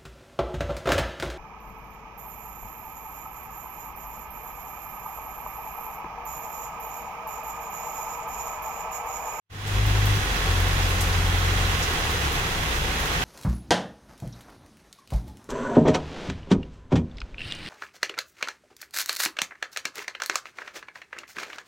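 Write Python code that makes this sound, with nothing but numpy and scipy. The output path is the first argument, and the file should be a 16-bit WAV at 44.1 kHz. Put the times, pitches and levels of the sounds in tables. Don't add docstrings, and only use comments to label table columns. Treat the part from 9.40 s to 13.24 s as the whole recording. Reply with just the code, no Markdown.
import sys
import numpy as np
from scipy import signal
from scipy.fft import rfft, irfft
from scipy.io import wavfile
from scipy.ndimage import uniform_filter1d

SR = 44100
rng = np.random.default_rng(int(sys.argv[2]) if len(sys.argv) > 2 else 0)


def waveform_to_disk(signal):
    frames = np.transpose(np.atleast_2d(signal))
    scaled = np.clip(frames, -1, 1) * 32767
    samples = np.round(scaled).astype(np.int16)
    wavfile.write(sys.argv[1], SR, samples)


N = 169344
T = np.arange(N) / SR
HZ = np.maximum(np.fft.rfftfreq(N, 1 / SR), 1)

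# (frequency [Hz], relative density [dB])
SPLASH_SPECTRUM = [(800, -17), (2500, -9), (5000, 6), (7000, 0.5), (9000, -4), (13000, -1), (16000, 0)]


def undb(db):
    return 10 ** (np.asarray(db) / 20)


def unit(x):
    return x / np.sqrt(np.mean(x ** 2))


def decay(age_s, t60_s):
    return np.exp(-np.log(1000) * age_s / t60_s)


def at_hz(table, hz=HZ):
    points, values = np.array(table, float).T
    return np.interp(np.log(hz), np.log(points), values)


def colour(x, db):
    cepstrum = irfft(np.log(undb(db)), N)
    fold = 1 + np.sign(N / 2 - np.arange(N))
    fold[0] = 1
    return irfft(rfft(x) * np.exp(rfft(cepstrum * fold)), N)


def drift(rate_hz):
    hold = int(SR / rate_hz)
    steps = np.repeat(rng.standard_normal(N // hold + 1), hold)
    return unit(uniform_filter1d(uniform_filter1d(steps, hold), hold)[:N])


def drops(per_s, spread_db, max_spreads=4.43):
    hits = rng.random(N) < per_s / SR
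    sizes = undb(spread_db * np.minimum(rng.exponential(size=N), max_spreads))
    return unit(hits * sizes * rng.choice([-1, 1], N))


def ring(impacts, t60_s, tail_db):
    spot = rng.integers(0, 10, N)
    out = impacts
    for k in range(10):
        tail = rng.standard_normal(SR // 2) * decay(T[:SR // 2], t60_s)
        tail /= np.linalg.norm(tail)
        out = out + undb(tail_db) * signal.fftconvolve(impacts * (spot == k), tail)[:N]
    return unit(out)


def surround(pair, db):
    # (frequency [Hz], correlation [-])
    likeness = [(150, 0.93), (420, 0.92), (640, 0.29), (760, 0.68), (950, 0.41), (1250, -0.24),
                (1850, -0.26), (2300, 0.18), (2800, 0.025), (3500, 0.02), (16000, -0.075)]
    # (frequency [Hz], right over left [dB])
    balance = [(200, -1), (450, -0.6), (650, -1.5), (1000, 0.7), (1500, 2), (1900, 3.5), (2400, 6),
               (3400, 4), (4500, 2.5), (6300, 1), (7300, -1.5), (9000, .3), (12000, 1.7), (16000, 3.5)]
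    correlation, right_db = at_hz(likeness), at_hz(balance)
    mid = colour(pair[0] + pair[1], 10 * np.log10(1 + correlation))
    side = colour(pair[0] - pair[1], 10 * np.log10(1 - correlation))
    left = colour(mid + side, db - right_db / 2)
    right = colour(mid - side, db + right_db / 2)
    return unit(np.array([left, right]))


def roof():
    # (frequency [Hz], relative density [dB])
    spectrum = [(60, -15), (200, -1.5), (320, -3), (450, 2), (630, -4), (900, -2.5), (1150, -0.5),
                (1500, 1), (2000, -0.5), (2200, -2.5), (2750, -2), (3050, -5), (4050, -6), (4500, -11.5),
                (5500, -11.5), (6700, -11.5), (7500, -19), (10000, -22.5), (16000, -29)]
    # (centre [Hz], width [Hz], lift [dB])
    modes = [(255.4, 17, 5), (450, 52, 2), (750, 57, 5), (973, 65, 3.5), (1078, 70, 3), (1866, 180, 2),
             (2640, 100, 0.5), (3340, 240, 3), (4100, 150, 1), (4880, 180, 3)]
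    lift_db = sum(db / (1 + (2 * (HZ - hz) / width) ** 2) for hz, width, db in modes)
    knocks = [ring(drops(per_s=5000, spread_db=3), t60_s=0.061, tail_db=-0.5) for _ in range(2)]
    level_db = -26.5 + 0.31 * drift(3.77) + 0.29 * drift(18)
    return surround(knocks, at_hz(spectrum) + lift_db) * undb(level_db)


def ground():
    # (frequency [Hz], relative density [dB])
    spectrum = [(300, -6), (1500, 0), (4000, -0.5), (6500, 1.5), (8000, -2), (10000, -2.5), (13300, -3.5),
                (16000, -8.5)]
    ticks = [ring(drops(per_s=5000, spread_db=2.5), t60_s=0.026, tail_db=1.5) for _ in range(2)]
    heavy = drops(per_s=55, spread_db=4.5, max_spreads=4.2)
    splats = [ring(np.roll(heavy, lag), t60_s=0.1, tail_db=5) for lag in (0, 20)]
    hiss = surround(ticks, at_hz(spectrum)) * undb(-39 + 0.43 * drift(11))
    patter = surround(splats, at_hz(SPLASH_SPECTRUM)) * undb(-49)
    return hiss + patter


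def rumble():
    # (frequency [Hz], relative density [dB])
    spectrum = [(12, -26), (22, -7.5), (30, 2), (40, -13), (55, -5.5), (72, -3), (95, -6), (120, -9),
                (165, -7), (200, -18), (300, -33.5), (600, -47)]
    mid, side = (unit(colour(rng.standard_normal(N), at_hz(spectrum))) for _ in range(2))
    return undb(-32) * (mid + undb(-18.5) * side * np.array([[1], [-1]]))


def engine():
    # (time [s], firing rate [Hz], firing tone [dB], octave [dB])
    run = [(.14, 50.4, -42, -26), (.32, 50.2, -35, -26), (.36, 51.3, -20, -20.5),
           (.72, 50.56, -26.5, -21.5), (.79, 49.56, -38, -26.5), (.84, 47.44, -32, -43),
           (.9, 46.83, -25, -45), (.98, 45.6, -30, -42), (1.1, 44.8, -25, -24), (1.6, 44.94, -27.5, -27),
           (1.95, 44.5, -27, -24), (2.28, 44.6, -26, -26.5), (2.38, 42.7, -35, -32), (2.54, 39.6, -35, -36),
           (2.7, 36.6, -37, -33), (2.9, 34, -51, -30), (3.1, 31.3, -38, -49), (3.28, 28.57, -35.5, -34),
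           (3.8, 22.95, -45, -35)]
    # (frequency [Hz], level before roll-off [dB])
    exhaust = [(65, -45), (85, -36), (105, -40.5), (135, -43), (175, -43.5), (210, -46.5), (400, -63)]
    rate_jitter, waver_db, rolloff_db = 0.00816, 0.55, 5
    times_s, *tracks = np.array(run).T
    firing_hz, tone_db, octave_db = (np.interp(T, times_s, track) for track in tracks)
    phase = 2 * np.pi * np.cumsum(firing_hz * (1 + rate_jitter * drift(25.06))) / SR
    drone = undb(tone_db + waver_db * drift(25)) * np.cos(phase)
    drone += undb(octave_db + waver_db * drift(18)) * np.cos(2 * phase)
    for k in range(3, 8):
        level_db = at_hz(exhaust, k * firing_hz) - rolloff_db * (k - 3) + 1.7 * drift(15)
        drone += undb(level_db) * np.cos(k * phase + 2 * np.pi * rng.random())
    lilt = 1 + 0.15 * np.cos(phase / 2)
    return np.sqrt(2) * drone * lilt


def drips():
    # (time [s], level [dB], spectral hump centre [Hz])
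    splashes = [(0.268, -32, 8000), (0.457, -35, 14000), (0.65, -33, 13500), (.955, -37, 5000),
                (1.195, -37, 11940), (1.421, -33, 5200), (1.487, -38, 10010), (1.605, -26, 8960),
                (1.724, -35, 4500), (1.778, -36, 5000), (2.422, -29.5, 6200), (2.829, -40, 8950),
                (2.92, -36, 12160), (3.351, -37, 8050), (3.595, -37, 12900), (3.65, -37, 13000)]
    rise_s, hump_height_db, half_width_oct = 0.0035, 19, 0.76
    out = 0
    for start_s, level_db, centre_hz in splashes:
        age_s = np.maximum(T - start_s, 0)
        fallback = undb(-10) * decay(age_s, t60_s=0.32)
        envelope = (1 - np.exp(-age_s / rise_s)) * (decay(age_s, t60_s=0.12) + fallback)
        droplets = np.array([drops(per_s=4200, spread_db=0.5) for _ in range(2)])
        hump_db = hump_height_db / (1 + (np.log2(HZ / centre_hz) / half_width_oct) ** 2)
        spray = unit(colour(droplets, at_hz(SPLASH_SPECTRUM) + hump_db))
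        out = out + spray * envelope * undb(level_db)
    return out


def scene():
    rain = roof() + ground() + drips()
    pan_left = undb([[0.9], [-0.9]])
    return rain + (engine() + rumble()) * pan_left


def record(dry):
    # (time [s], gain [dB])
    fade_in = [(0, -78), (.09, -63), (.102, -27), (.135, -16), (.25, -9), (.31, -4.5), (.4, -3.5),
               (.7, -0.5)]
    cutoff_hz = 15850
    faded = dry * undb(np.interp(T, *np.array(fade_in).T))
    lowpass = signal.ellip(12, 0.1, 90, cutoff_hz, fs=SR, output="sos")
    return signal.sosfilt(lowpass, faded)


dry = scene()
out = record(dry)
waveform_to_disk(out)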